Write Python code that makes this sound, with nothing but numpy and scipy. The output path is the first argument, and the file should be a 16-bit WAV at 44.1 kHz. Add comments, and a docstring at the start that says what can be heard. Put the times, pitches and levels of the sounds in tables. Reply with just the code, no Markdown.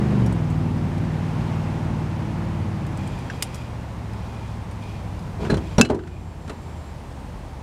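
"""Under a truck in an open garage, a gloved hand works a brake caliper loose. Small steel parts tick and snap,
soft hisses with narrow resonances swell and fade, and a brief gritty scrape sounds; then the heavy caliper
shifts, drops against the suspension with a clank and rattles to rest, each impact exciting damped modes.
Outside, the firing harmonics of a V8 fall and fade as it slows, over the wash of the street. Faint, high
whistles sound near the end."""
import sys
import numpy as np
from scipy import signal
from scipy.fft import rfft, irfft, next_fast_len
from scipy.io import wavfile
from scipy.ndimage import uniform_filter1d

SR = 44100
rng = np.random.default_rng(int(sys.argv[2]) if len(sys.argv) > 2 else 0)


def put_to_file(sound):
    """Save the sound as 16-bit audio at rate SR, in the file named by the first command-line argument."""
    columns = np.atleast_2d(sound).T  # one column per channel
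    safe = np.clip(columns, -1, 1)
    whole_steps = np.round(safe * 32767)
    wavfile.write(sys.argv[1], SR, whole_steps.astype(np.int16))


N = 336171
TIME = np.arange(N) / SR

# Spectrum of steel striking steel. Each row: frequency in Hz, relative level in dB.
STEEL_SPECTRUM = [(200, -7), (800, 7), (1400, 23.5), (2050, 11.5), (3300, 7.5), (4200, 5.5), (5500, 1),
                  (7000, 1.5), (9700, -2), (11500, -11), (15500, -20)]


def amp(db):
    """Converts decibels to an amplitude ratio."""
    return 10 ** (np.asarray(db) / 20)


def unit_rms(x):
    """Normalises a signal to rms 1."""
    return x / np.sqrt(np.mean(x ** 2) + 1e-20)


def level_at(spectrum, hz):
    """Interpolates a spectrum's level in dB along a logarithmic frequency axis."""
    f, db = np.transpose(spectrum)
    return np.interp(np.log(hz + 1), np.log(f), db)


def curve(points):
    """Interpolates (seconds, value) points linearly to every sample."""
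    return np.interp(TIME, *np.transpose(points))


def noise(spectrum, size=N):
    """White noise filtered to a given spectrum, at rms 1."""
    fast = next_fast_len(size)
    gain = amp(level_at(spectrum, np.fft.rfftfreq(fast, 1 / SR)))
    return unit_rms(irfft(rfft(rng.standard_normal(fast)) * gain, fast)[:size])


def drift(per_s):
    """A random fluctuation of rms 1 that takes per_s new values a second."""
    knots = rng.standard_normal(size=8000)
    return unit_rms(np.interp(TIME * per_s, np.arange(len(knots)), knots))


def add(mix, start_s, sound):
    """Superposes a sound on the mix."""
    part = mix[round(start_s * SR):][:len(sound)]
    part += sound[:len(part)]


def impacts(rows, modes, spectrum, focus_db, ring_focus_db, t60, rise_s,
            hard_db=np.inf, shorten=1, loose=False):
    """Modal response: each blow excites a noise-like clatter of dense modes and a few distinct ones."""
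    out, t = np.zeros(N), np.arange(SR // 2) / SR
    hardening_span_db, choke_s = 15, .003
    mode_hz, mode_db, mode_t60 = np.transpose(modes)[:, :, None]
    next_contact = [row[0] for row in rows[1:]] + [np.inf]
    for (start_s, strength_db, hz, ring_db), next_s in zip(rows, next_contact):
        # a blow as strong as hard_db rebounds cleanly: it is briefer and excites every mode
        hard = np.clip(1 + (strength_db - hard_db) / hardening_span_db, 0, 1)
        time_scale = shorten ** hard
        # the contact colours the clatter: focus_db is the loss one octave from its pitch
        tinted = [(f, db - focus_db * np.log2(f / hz) ** 2) for f, db in spectrum]
        clatter = noise(tinted, size=len(t)) * amp(-60 * t / (t60 * time_scale))
        # a lighter blow favours the modes near its pitch
        off_pitch_db = ring_focus_db * (1 - hard) * np.log2(mode_hz / hz) ** 2
        start_db = ring_db + mode_db - off_pitch_db - 5.5 * hard  # a clean strike rings less
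        start_db += 0.26 * rng.standard_normal(mode_hz.shape)
        ring = amp(start_db - 60 * t / mode_t60) * np.sin(2 * np.pi * mode_hz * t)
        if loose:  # the part chatters on its seat; after a rebound, the next contact damps it
            ring *= amp(1.25 * (1 - hard) * drift(per_s=280)[:len(t)])
            ring *= np.exp(-hard * np.maximum(t - (next_s - start_s), 0) / choke_s)
        attack = np.minimum(t / (rise_s * time_scale), 1)
        add(out, start_s, amp(strength_db) * (clatter + ring.sum(0)) * attack)
    return out


def caliper():
    """Impact excitation: the caliper's modes ring as it grinds loose, strikes steel and bounces."""
    # Each row: mode frequency in Hz, level in dB, 60 dB decay time in seconds.
    modes = [(1240, -13, .03), (1548, -11, .075), (1669, -16, .07), (2240, -12, .04), (2643, 0, .078),
             (2912, -25, .15), (3170, -27, .05), (4072, -22, .075), (4270, -23, .065), (4800, -6, .012),
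             (4992, -2, .027), (5650, -10, .028), (6250, 2, .011), (6720, 0, .013), (7320, -3, .023),
             (7850, -8, .015), (8489, -19, .04), (9787, -9, .025)]
    # Steel-on-steel contacts. Each row: start in seconds, strength in dB, pitch in Hz, ring gain in dB.
    grinds = [(5.496, -28, 1720, 24)]
    clanks = [(5.449, -32.5, 1548, 8), (5.4645, -39, 1630, 16), (5.502, -29.5, 4120, 25.5),
              (5.516, -35, 4000, 14), (5.541, -31, 4140, 14), (5.569, -36, 5560, 5), (5.576, -39, 3200, 29),
              (5.7815, -20.5, 5600, 18), (5.795, -24.5, 4080, 22), (5.8122, 1.5, 6340, 3),
              (5.848, -21.5, 4040, 20), (5.852, -27.5, 2990, 23), (5.888, -35, 4100, 10),
              (5.899, -24, 4100, 9), (5.9455, -37, 6720, 2), (5.9895, -34, 1800, -8),
              (6.0355, -39, 2300, -2.5), (6.072, -37, 3380, -7.5), (6.477, -37, 4300, -2),
              (6.495, -31.5, 4100, 9), (6.497, -37, 2680, -2)]
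    grind = impacts(grinds, modes, STEEL_SPECTRUM, focus_db=0.5, ring_focus_db=500,
                    t60=0.15, rise_s=0.0057)
    rattle = impacts(clanks, modes, STEEL_SPECTRUM, focus_db=1.8, ring_focus_db=1100,
                     t60=0.067, rise_s=0.0016, hard_db=0, shorten=0.27, loose=True)
    return grind + rattle


def suspension():
    """Damped vibration: the heavy arm's low modes answer the caliper's slow drag and dull knocks."""
    # Each row: mode frequency in Hz, level in dB, 60 dB decay time in seconds.
    modes = [(92, -7, 0.3), (140, -0.5, 0.16), (218.6, 3.5, 0.1), (244.6, -7, 0.28), (317, -12.5, 0.43),
             (357, -17, 0.6), (393, -10, 0.33), (429, -30, .12), (604, -2.5, 0.097), (767, -8, 0.17),
             (880, -9, 0.057), (1100, -8, 0.22)]
    # Spectrum of a dull blow. Each row: frequency in Hz, relative level in dB.
    thud = [(30, -7), (70, 17.5), (200, 5.5), (420, 2), (600, -8), (950, -7), (1300, -16.5), (2500, -23.5),
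            (6000, -29), (12000, -46)]
    # Each row: start in seconds, strength in dB, pitch in Hz, ring gain in dB.
    drags = [(5.385, -22, 557, -24)]
    knocks = [(5.4965, -17.5, 388, 0), (5.506, -25, 330, -4), (5.519, -15, 150, 1),
              (5.531, -20.5, 378, -12), (5.569, -29.5, 338, 7.5), (5.7815, -6, 520, -1.5),
              (5.803, -13, 220, 12.5), (5.898, -8, 447, 5.5), (5.903, -19.5, 860, -5),
              (6.478, -43, 200, 13), (6.495, -29.5, 950, -18)]
    drag = impacts(drags, modes, thud, focus_db=2, ring_focus_db=0, t60=.7, rise_s=.05)
    return drag + impacts(knocks, modes, thud, focus_db=2, ring_focus_db=15.5, t60=0.24, rise_s=0.0032)


def small_parts():
    """Brief contacts excite high modes: a tap on the bracket, ticks and one snap of the spring clip."""
    # Each row: mode frequency in Hz, level in dB, 60 dB decay time in seconds.
    bracket_modes = [(1620, 2, 0.041), (1760, -6, 0.049), (2700, -8, 0.056), (5642, -13, .05),
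                     (7289, -17, .04)]
    clip_modes = [(1400, -6, .025), (2450, -4, .03), (2860, -6, .045), (3300, -7, .03), (3811, -7, .05),
                  (4250, -5, .025), (4985, 3, .035), (5640, -5, .04), (6700, -5, .03), (7305, -10, .07),
                  (7800, -3, .03), (8400, -7, .06), (8880, -3, .045), (9825, -8, .06), (10870, -6, .05)]
    # Each row: frequency in Hz, relative level in dB.
    tick_spectrum = [(300, -22), (1000, -10), (1700, 0), (3000, 2), (5500, 1), (9000, 3.5), (12000, -6),
                     (15500, -12)]
    # Each row: start in seconds, strength in dB, pitch in Hz, ring gain in dB.
    taps = [(3.2995, -31.5, 2000, 2.2)]
    ticks = [(.2618, -40, 5840, 7), (.3237, -43, 8600, 1), (.501, -47, 7900, 1), (.9802, -48, 9000, -7),
             (2.8654, -43.5, 7000, -6), (2.973, -44.5, 8000, 2), (3.0739, -42.5, 8500, -1),
             (3.1877, -48, 9000, -10), (3.4239, -17, 6900, -1.5), (3.5443, -39, 6060, 8.5),
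             (3.555, -40, 6900, -7), (4.133, -50.5, 5000, 1), (4.7112, -47, 9000, -4),
             (5.192, -50, 4500, 8)]
    bracket = impacts(taps, bracket_modes, STEEL_SPECTRUM, focus_db=1, ring_focus_db=0.5,
                      t60=0.045, rise_s=0.00082)
    clip = impacts(ticks, clip_modes, tick_spectrum, focus_db=-1, ring_focus_db=254,
                   t60=0.047, rise_s=.001, hard_db=-19, shorten=0.73)
    return bracket + clip


def resonant_strokes(slips_per_s=1400, grit_db=-3, judder_db=1.5):
    """Sparse, uneven clicks drive narrow resonances over grit: soft hisses swell and fade, a gritty scrape
    leads into the clank, and a thin ring follows."""
    # Each row: start, rise, hold and fall in seconds, level in dB, squeak tilt in dB per octave,
    # squeak gain in dB.
    strokes = [(2.88, 0.18, 0.53, 0.17, -53, -2.5, -0.5), (4.05, .12, .37, .1, -55.5, -7, -1.5),
               (4.81, 0.013, 0.073, .2, -51.5, -10, -0.5), (5.39, 0.046, .04, .03, -43.5, -3, -13),
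               (5.582, 0.09, 0.072, .04, -50.5, -3, -4), (6.064, .005, 0.04, .2, -59, -28, 6)]
    # Each row: centre frequency in Hz, bandwidth in Hz, level in dB.
    resonances = [(2430, 70, -0.5), (3240, 100, -4), (4780, 140, -8), (7150, 120, -10)]
    # Each row: frequency in Hz, relative level in dB.
    grit_spectrum = [(1000, -24), (2400, 2), (5000, -5), (9000, -17), (15500, -30)]
    out = np.zeros(N)
    slips = rng.standard_normal(N) * (rng.random(N) < slips_per_s / SR)
    rings = [unit_rms(signal.lfilter(*signal.iirpeak(hz, hz / width, SR), slips))
             for hz, width, _ in resonances]
    grit = amp(grit_db) * noise(grit_spectrum)
    judder = amp(judder_db * drift(per_s=60))
    for start_s, rise, hold, fall, db, tilt, squeak_db in strokes:
        pressure = np.interp(TIME, start_s + np.cumsum([0, rise, hold, fall]), [0, 1, 1, 0])
        squeak = sum(ring * amp(ring_db + tilt * np.log2(hz / resonances[0][0]))
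                     for ring, (hz, _, ring_db) in zip(rings, resonances))
        out += amp(db) * pressure * judder * (amp(squeak_db) * squeak + grit)
    return out


def underbody(x, wet_db=-21, t60=.13):
    """Early reflections between the floor and the wheel well follow the direct sound and die quickly."""
    t = np.arange(SR // 3) / SR
    echoes = rng.standard_normal(len(t)) * (rng.random(len(t)) < 2000 / SR)
    response = echoes * (t > .003) * amp(-60 * t / t60)
    return x + amp(wet_db) * signal.fftconvolve(x, response / np.linalg.norm(response))[:N]


def engine(cruise_hz=19, waver_db=1.6, jitter_rad=0.12, throb_depth=0.098):
    """Periodic excitation: uneven firings give harmonics of the cycle rate, over rumble and roar."""
    # Each row: time in seconds, four-stroke cycles per second.
    speed_points = [(0, 25.4), (.14, 25.1), (.24, 23.8), (.35, 21.1), (.47, 18.9), (.88, 18.95), (1, 19.2),
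                    (1.39, 19.6), (1.6, 19.25), (2.5, 18.65), (3, 17.6), (3.25, 16.1), (3.5, 15),
                    (3.95, 13.4), (5, 12.6), (6, 11), (7.1, 9.1)]
    # Each row: time in seconds, throttle from 0 (coasting) to 1 (pulling).
    throttle_points = [(0, 0.71), (1, 1), (2.2, 0), (3.1, 0), (3.9, 1), (7.62, 1)]
    # Each row: time in seconds, gain of the exhaust hum in dB.
    hum_points = [(0, -18.5), (.13, -16.5), (.23, -16), (.38, -22), (.8, -21.5), (1.1, -22.5),
                  (1.27, -24.5), (1.42, -22.5), (1.62, -24.5), (1.96, -24.5), (2.08, -25.5), (2.5, -25),
                  (2.95, -26), (3.5, -34), (4.3, -31), (4.65, -33.5), (5, -31), (6.2, -29.5), (6.8, -39),
                  (7.62, -38)]
    # Exhaust harmonics. Each row: multiple of the cycle rate, relative dB pulling, relative dB coasting.
    orders = [(3, -10, -7.5), (4, -31, -21), (5, -2, -3), (6, -6.5, -5.5), (7, -22, -10), (8, 0.5, -1),
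              (9, -8, -6.5), (10, -13.5, -13.5), (11, -9.5, -2), (12, -17, -8), (13, -7.5, -13),
              (14, -11, -17), (15, -11, -12), (16, -12, -9.5), (17, -15.5, -13), (18, -13, -10)]
    # Each row: frequency in Hz, relative level in dB.
    exhaust_response = [(25, -12), (50, -1.5), (72, 2.5), (100, 1.5), (122, 3), (138, -2.5), (155, 1.5),
                        (185, -2.5), (225, -4), (247, 3), (275, -9.5), (300, -11), (327, -1), (360, -8.5),
                        (500, -10.5)]
    rumble_spectrum = [(20, -24), (35, -10), (60, -9), (110, 0), (180, 0.5), (260, -6.5), (400, -12.5),
                       (700, -19.5), (2000, -77)]
    roar_spectrum = [(150, -28), (300, -6), (400, -9.5), (560, -9), (680, -10), (860, -6), (1300, -15),
                     (2400, -20), (3700, -28.5), (6400, -35.5), (11000, -46), (15500, -62)]
    cycle_hz, throttle = curve(speed_points), curve(throttle_points)
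    cycle_phase = 2 * np.pi * np.cumsum(cycle_hz) / SR
    harmonics = np.zeros(N)
    for order, pull_db, coast_db in orders:
        db = coast_db + throttle * (pull_db - coast_db) + level_at(exhaust_response, order * cycle_hz)
        # each order wavers on its own as the echoes off the street shift
        db += waver_db * drift(per_s=9.2)
        phase = order * cycle_phase + jitter_rad * drift(per_s=8) + 2 * np.pi * rng.random()
        harmonics += amp(db) * np.cos(phase)
    hum = amp(-0.44) * unit_rms(harmonics) + amp(-9.5) * noise(rumble_spectrum)
    throb = 1 + throb_depth * np.cos(8 * cycle_phase)  # eight firings make one cycle
    roar = noise(roar_spectrum) * throb * amp(0.13 * drift(per_s=30))
    roar_db = -38.5 + 9 * np.log2(cycle_hz / cruise_hz)  # 9 dB for each doubling of speed
    roar_db += 2 * np.exp(-((TIME - 1.54) / 0.42) ** 2)  # one swell while cruising
    return amp(curve(hum_points)) * hum + amp(roar_db) * roar


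def street(level_db=-38, swell_db=.4):
    """Broadband ambient noise: a nearly steady wash comes in through the open door."""
    # Each row: frequency in Hz, relative level in dB.
    spectrum = [(20, -32), (35, -3.5), (70, -1.5), (110, -4), (190, -5.5), (280, -12), (420, -18),
                (650, -16.5), (900, -16.5), (1400, -27.5), (2400, -32.5), (4500, -37), (8400, -41.5),
                (15500, -54)]
    return amp(level_db + swell_db * drift(per_s=2.75)) * noise(spectrum)


def whistles(waver_hz=70, flutter_db=1.8, rise_db_per_s=1.5):
    """Random modulation of pitch and level roughens thin, far tones, each growing until it stops."""
    # Each row: start in seconds, duration in seconds, frequency in Hz, base level in dB.
    tones = [(5.624, 1.35, 7430, -64), (6.398, 0.72, 9570, -73), (7.08, 0.2, 8400, -67)]
    out = np.zeros(N)
    for start_s, length_s, hz, db in tones:
        level_db = db + rise_db_per_s * (TIME - length_s / 2) + flutter_db * drift(per_s=40)
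        phase = 2 * np.pi * np.cumsum(hz + waver_hz * drift(per_s=400)) / SR
        tone = amp(level_db) * np.sin(phase)
        fade = signal.windows.tukey(round(length_s * SR), .12)
        add(out, start_s, fade * tone[:len(fade)])
    return out


def scene():
    """Superposition in one channel: near metal under the truck, with the engine and street behind it."""
    metal = suspension() + caliper() + small_parts() + resonant_strokes()
    return (underbody(metal) + engine() + street() + whistles())[None]


def record(dry, threshold_db=-6, recovery_db_per_s=9, ceiling=.92, cutoff_hz=15700):
    """Automatic gain control ducks at the big clank and creeps back; clipping and a low-pass follow."""
    power_db = 10 * np.log10(abs(uniform_filter1d(dry[0] ** 2, size=130)) + 1e-12)
    recovery_db = TIME * recovery_db_per_s
    held_peak_db = np.maximum.accumulate(power_db + recovery_db) - recovery_db
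    reduction_db = uniform_filter1d(np.maximum(held_peak_db - threshold_db, 0), size=60)
    clipped = np.clip(dry / amp(reduction_db), -ceiling, ceiling)
    lowpass = signal.firwin(255, cutoff_hz, window=("kaiser", 9), fs=SR)
    return signal.oaconvolve(clipped, lowpass[None], "same")


dry = scene()
out = record(dry)
put_to_file(out)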